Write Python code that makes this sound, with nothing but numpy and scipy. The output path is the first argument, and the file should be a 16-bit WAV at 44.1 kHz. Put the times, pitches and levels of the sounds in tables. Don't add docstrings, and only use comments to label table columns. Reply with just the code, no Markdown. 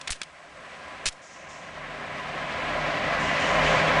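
import sys
import numpy as np
from scipy import signal
from scipy.fft import rfft, irfft
from scipy.io import wavfile

SR = 44100
rng = np.random.default_rng(int(sys.argv[2]) if len(sys.argv) > 2 else 0)


def log_audio(samples):
    frames = np.atleast_2d(samples).T
    limited = np.clip(frames, -1, 1)
    pcm = np.round(limited * 32767).astype(np.int16)
    wavfile.write(sys.argv[1], SR, pcm)


N = 176400
TIME = np.arange(N) / SR
FREQS = np.maximum(np.arange(N // 2 + 1) * SR / N, 1)

# start in seconds, length in seconds, level in dB, tilt in dB per octave.
ARC_BURSTS = [(0.0118, 0.0024, -34.5, 2), (0.0734, 0.0078, -28.5, -0.5), (0.0920, 0.0032, -30.5, -9.5),
              (0.1023, .021, -31.5, 13), (0.123, 0.0089, -28.5, 2), (0.136, 0.029, -45, 4.5),
              (0.215, 0.0012, -19, -4.5), (0.231, 0.0023, -29, 1), (1.055, 0.018, -23.5, 2),
              (1.0737, 0.013, -22.5, 3.5), (1.085, 0.0085, -30.5, 5), (1.12, 0.01, -37, 3)]
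# frequency in Hz, relative level in dB.
ARC_SPECTRUM = [(100, -14), (450, -18), (1000, -9), (2400, 0.5), (3800, -0.5), (5500, -5), (7800, -10),
                (10000, -12.5)]
# time in seconds, crack peak in dB, puff of hot air in dB.
LOUD_SPARKS = [(0.1060, -10, -28.5), (0.1095, -10.5, -35.5), (0.1214, -9.5, -33), (0.2174, -9.5, -67),
               (1.0583, -10.5, -46), (1.0607, -9, -35), (1.0667, -15, -58), (1.067, -2.5, -35.5),
               (1.0723, -5, -27), (1.0880, -2, -28)]
# time in seconds, roar level in dB.
APPROACH_LEVEL = [(0, -45), (.4, -45), (1.0, -40.5), (1.5, -37), (2.1, -36), (2.6, -29.5), (3.0, -27),
                  (3.25, -26), (3.7, -21.5), (4.0, -22)]
# frequency in Hz, relative level in dB.
TYRE_SPECTRUM = [(30, -32), (55, -15.5), (68, -3.5), (110, -9), (180, -2.5), (290, -8.5), (350, -10),
                 (460, -10), (520, 1.5), (830, -3.5), (1400, -4), (2300, -3.5), (3000, -10), (4200, -18),
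                 (7000, -30), (10000, -42)]
# frequency in Hz, width in Hz, lift in dB.
TYRE_RESONANCES = [(295, 36, 4.5), (342, 41, 1.5), (407, 34, 5.5), (533, 12, 1), (616, 39, 3),
                   (689, 61, 4.5), (765, 50, 2.5), (937, 47, -3), (1006, 27, 7.5), (1082, 110, 4.5),
                   (1290, 44, 3), (1540, 90, -0.5), (1614, 48, 6), (1740, 120, 2.5), (1970, 120, 3),
                   (2450, 40, -5), (2480, 34, 1.5)]
# time in seconds, cycle rate in Hz.
ENGINE_CYCLE_RATE = [(0, 24.5), (1.75, 25), (2.7, 25), (3.2, 25.5), (3.55, 26), (4.0, 26)]
# multiple of the cycle rate, relative level in dB.
HUM_ORDERS = [(3, -26), (5, -31), (6, -17), (10, -22.5), (12, -32), (16, -23.5), (24, -19), (27, -22)]
# time in seconds, gain in dB.
ENGINE_GAIN = [(0, -51.5), (1.1, -46), (1.45, -43.5), (1.8, -34.5), (2.25, -37), (2.85, -26), (3.2, -25),
               (3.45, -28.5), (3.65, -17.5), (4.0, -23)]
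# frequency in Hz, relative level in dB.
HISS_SPECTRUM = [(100, 1), (2000, 3), (6000, 0), (10000, -8.5)]
# start in seconds, length in seconds, level in dB.
FIZZ_SPURTS = [(1.212, 0.13, -45.5), (1.485, 0.047, -48.5), (3.192, 0.086, -46), (3.392, 0.13, -46.5),
               (3.634, 0.12, -46.5)]
# frequency in Hz, relative level in dB.
FIZZ_SPECTRUM = [(2500, -19), (4500, -9), (5600, -1.5), (6900, -1.5), (8000, -9.5), (10000, -22)]
# start in seconds, length in seconds, pitch in Hz, level in dB against the roar.
ROAR_WHISTLES = [(2.983, .38, 1968, -10), (3.18, 0.13, 2830, -15), (3.39, 0.22, 2940, -17),
                 (3.58, .17, 3086, -18.5), (3.896, 0.079, 2210, -8)]

ARC_ATTACK_S, ARC_DECAY_S, DISCHARGES_PER_S, DISCHARGE_SPREAD_DB = 0.0017, 0.0041, 12000, 1
SPARK_LOW_HZ, SPARK_HIGH_HZ, PUFF_S, PUFF_LOW_HZ = 2050, 6800, 0.0033, 5.5
ECHO_DB, ECHO_T60_S, ECHO_DELAY_S = -22, 0.81, 0.013
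TYRE_FLICKER_DB, TYRE_FLICKER_HZ = 1.14, 17.4
BODY_HZ, BODY_OCTAVES, BODY_GROWTH = 503, 0.37, 0.2
ENGINE_WOBBLE, ENGINE_ROUGH = 0.0056, 0.19
DRONE_HZ, DRONE_BEAT_HZ, DRONE_DB = 41.76, 2.3, -22.5
HISS_DB, WHINE_HZ, WHINE_DB = -55.5, 7930, -72
DUCK_ABOVE_DB, DUCK_SHARE, DUCK_ATTACK_S, RECOVER_DB_PER_S, SENSE_HZ = -21.5, 0.76, 0.023, 12, 4270
TREBLE_EDGE_HZ, MIRROR_HZ, MIRROR_DB, CUTOFF_HZ = 10100, 16000, -47, 15500


def from_db(db):
    return 10 ** (np.asarray(db) / 20)


def rms_one(x):
    return x / np.sqrt(np.mean(x ** 2) + 1e-20)


def in_time(rows):
    return np.interp(TIME, *np.transpose(rows))


def colour_db(points):
    hz, db = np.transpose(points)
    return np.interp(np.log(FREQS), np.log(hz), db)


def coloured(x, db):
    cepstrum = irfft(np.log(from_db(db)), N)
    cepstrum[1:N // 2] *= 2
    cepstrum[N // 2 + 1:] = 0
    return irfft(rfft(x) * np.exp(rfft(cepstrum)), N)


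def noise(db):
    return rms_one(irfft(rfft(rng.standard_normal(N)) * from_db(db), N))


def narrow(hz, width_hz):
    return noise(-20 * np.log10(1 + ((FREQS - hz) / width_hz) ** 2))


def drift(rate_hz):
    return narrow(0, rate_hz)


def butter(x, hz, kind, order=2):
    sections = signal.butter(order, np.clip(hz, 5, 20000), kind, fs=SR, output="sos")
    return signal.sosfilt(sections, x + 1e-18)


def steep_lowpass(x, hz):
    taps = signal.firwin(401, hz, window=("kaiser", 8), fs=SR)
    return signal.fftconvolve(x, taps[None], "same")


def envelope(start, length, attack_s, decay_s):
    rise = np.clip((TIME - start) / attack_s, 0, 1)
    return rise * np.exp(-np.maximum(TIME - start - length, 0) / decay_s)


def arcs():
    out = np.zeros(N)
    for start, length, db, tilt in ARC_BURSTS:
        sizes = from_db(DISCHARGE_SPREAD_DB * np.minimum(rng.exponential(1, N), 4))
        signs = rng.choice([-1, 1], N)
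        fires = rng.random(N) < DISCHARGES_PER_S / SR
        swarm = rms_one(sizes * signs * fires) * envelope(start, length, ARC_ATTACK_S, ARC_DECAY_S)
        colour = colour_db(ARC_SPECTRUM) + tilt * np.log2(np.clip(FREQS, 1000, TREBLE_EDGE_HZ))
        power_db = 10 * np.log10(np.mean(from_db(colour) ** 2 * (FREQS < TREBLE_EDGE_HZ)))
        out += coloured(swarm, colour - power_db + db)
    return out


def sparks():
    cracks, puffs = np.zeros(N), np.zeros(N)
    for start, crack_db, puff_db in LOUD_SPARKS:
        cracks[int(start * SR)] -= from_db(crack_db)
        age = np.maximum(TIME - start, 0) / PUFF_S
        puffs -= from_db(puff_db) * age * np.exp(1 - np.minimum(age, 100))
    cracks = butter(cracks, SPARK_LOW_HZ, "high", order=1)
    cracks = butter(cracks, SPARK_HIGH_HZ, "low")
    loudest_db = max(crack_db for _, crack_db, _ in LOUD_SPARKS)
    cracks *= from_db(loudest_db) / np.abs(cracks).max()
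    return cracks + butter(puffs, PUFF_LOW_HZ, "high", order=1)


def echoes(x):
    tail = rng.standard_normal(N) * from_db(-60 * TIME / ECHO_T60_S) * (TIME > ECHO_DELAY_S)
    tail /= np.sqrt(np.sum(tail ** 2))
    return from_db(ECHO_DB) * signal.fftconvolve(x, tail)[:N]


def tyres(level_db):
    resonances = sum(db * np.exp(-2 * ((FREQS - hz) / width) ** 2) for hz, width, db in TYRE_RESONANCES)
    roar = rfft(noise(colour_db(TYRE_SPECTRUM) + resonances))
    octave = np.clip(np.log2(FREQS / 40), 0, 8)
    out = np.zeros(N)
    for k in range(9):
        band = irfft(roar * np.maximum(1 - np.abs(octave - k), 0), N)
        from_body = k - np.log2(BODY_HZ / 40)
        body_db = BODY_GROWTH * np.exp(-(from_body / BODY_OCTAVES) ** 2) * (level_db - level_db.mean())
        flicker_db = TYRE_FLICKER_DB * drift(TYRE_FLICKER_HZ)
        out += band * from_db(level_db + body_db + flicker_db)
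    return out


def engine():
    def rough_tone(phase, rate_hz):
        return np.sin(phase + rng.uniform(0, 2 * np.pi)) * (1 + ENGINE_ROUGH * drift(rate_hz))

    cycle_hz = in_time(ENGINE_CYCLE_RATE) * (1 + ENGINE_WOBBLE * drift(rate_hz=6.2))
    cycle_phase = 2 * np.pi * np.cumsum(cycle_hz) / SR
    hum = sum(from_db(db) * np.sqrt(2) * rough_tone(order * cycle_phase, rate_hz=4.5)
              for order, db in HUM_ORDERS)
    pair_hz = DRONE_HZ - DRONE_BEAT_HZ / 2, DRONE_HZ + DRONE_BEAT_HZ / 2
    drone = sum(rough_tone(2 * np.pi * hz * TIME, rate_hz=1.5) for hz in pair_hz)
    return from_db(in_time(ENGINE_GAIN)) * (hum + from_db(DRONE_DB) * drone)


def hiss():
    bed = from_db(HISS_DB) * noise(colour_db(HISS_SPECTRUM))
    return bed + from_db(WHINE_DB) * narrow(WHINE_HZ, width_hz=50)


def fizz():
    level = sum(from_db(db) * envelope(start, length, attack_s=0.01, decay_s=0.12)
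                for start, length, db in FIZZ_SPURTS)
    return level * noise(colour_db(FIZZ_SPECTRUM))


def whistles():
    return sum(from_db(db) * envelope(start, length, attack_s=0.04, decay_s=0.04) * narrow(hz, width_hz=22)
               for start, length, hz, db in ROAR_WHISTLES)


def scene():
    short_circuit = arcs() + sparks()
    approach_db = in_time(APPROACH_LEVEL)
    vehicle = tyres(approach_db) + from_db(approach_db) * whistles() + engine()
    return (short_circuit + vehicle + hiss() + echoes(short_circuit) + fizz())[None]


def gain_control(x):
    treble_db = 20 * np.log10(np.abs(butter(x, SENSE_HZ, "high")) + 1e-9)
    wanted_db = DUCK_SHARE * np.maximum(treble_db - DUCK_ABOVE_DB, 0)
    recovery_db = RECOVER_DB_PER_S * TIME
    held_db = np.maximum.accumulate(wanted_db + recovery_db, axis=-1) - recovery_db
    pole = np.exp(-1 / (DUCK_ATTACK_S * SR))
    duck_db = signal.lfilter([1 - pole], [1, -pole], held_db)
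    return x * from_db(-duck_db)


def record(dry):
    ducked = gain_control(steep_lowpass(dry, TREBLE_EDGE_HZ))
    lows = butter(ducked, 2000, "low", order=6)
    mirror = lows * 2 * np.cos(2 * np.pi * MIRROR_HZ * TIME)
    return steep_lowpass(ducked + from_db(MIRROR_DB) * mirror, CUTOFF_HZ)


dry = scene()
out = record(dry)
log_audio(out)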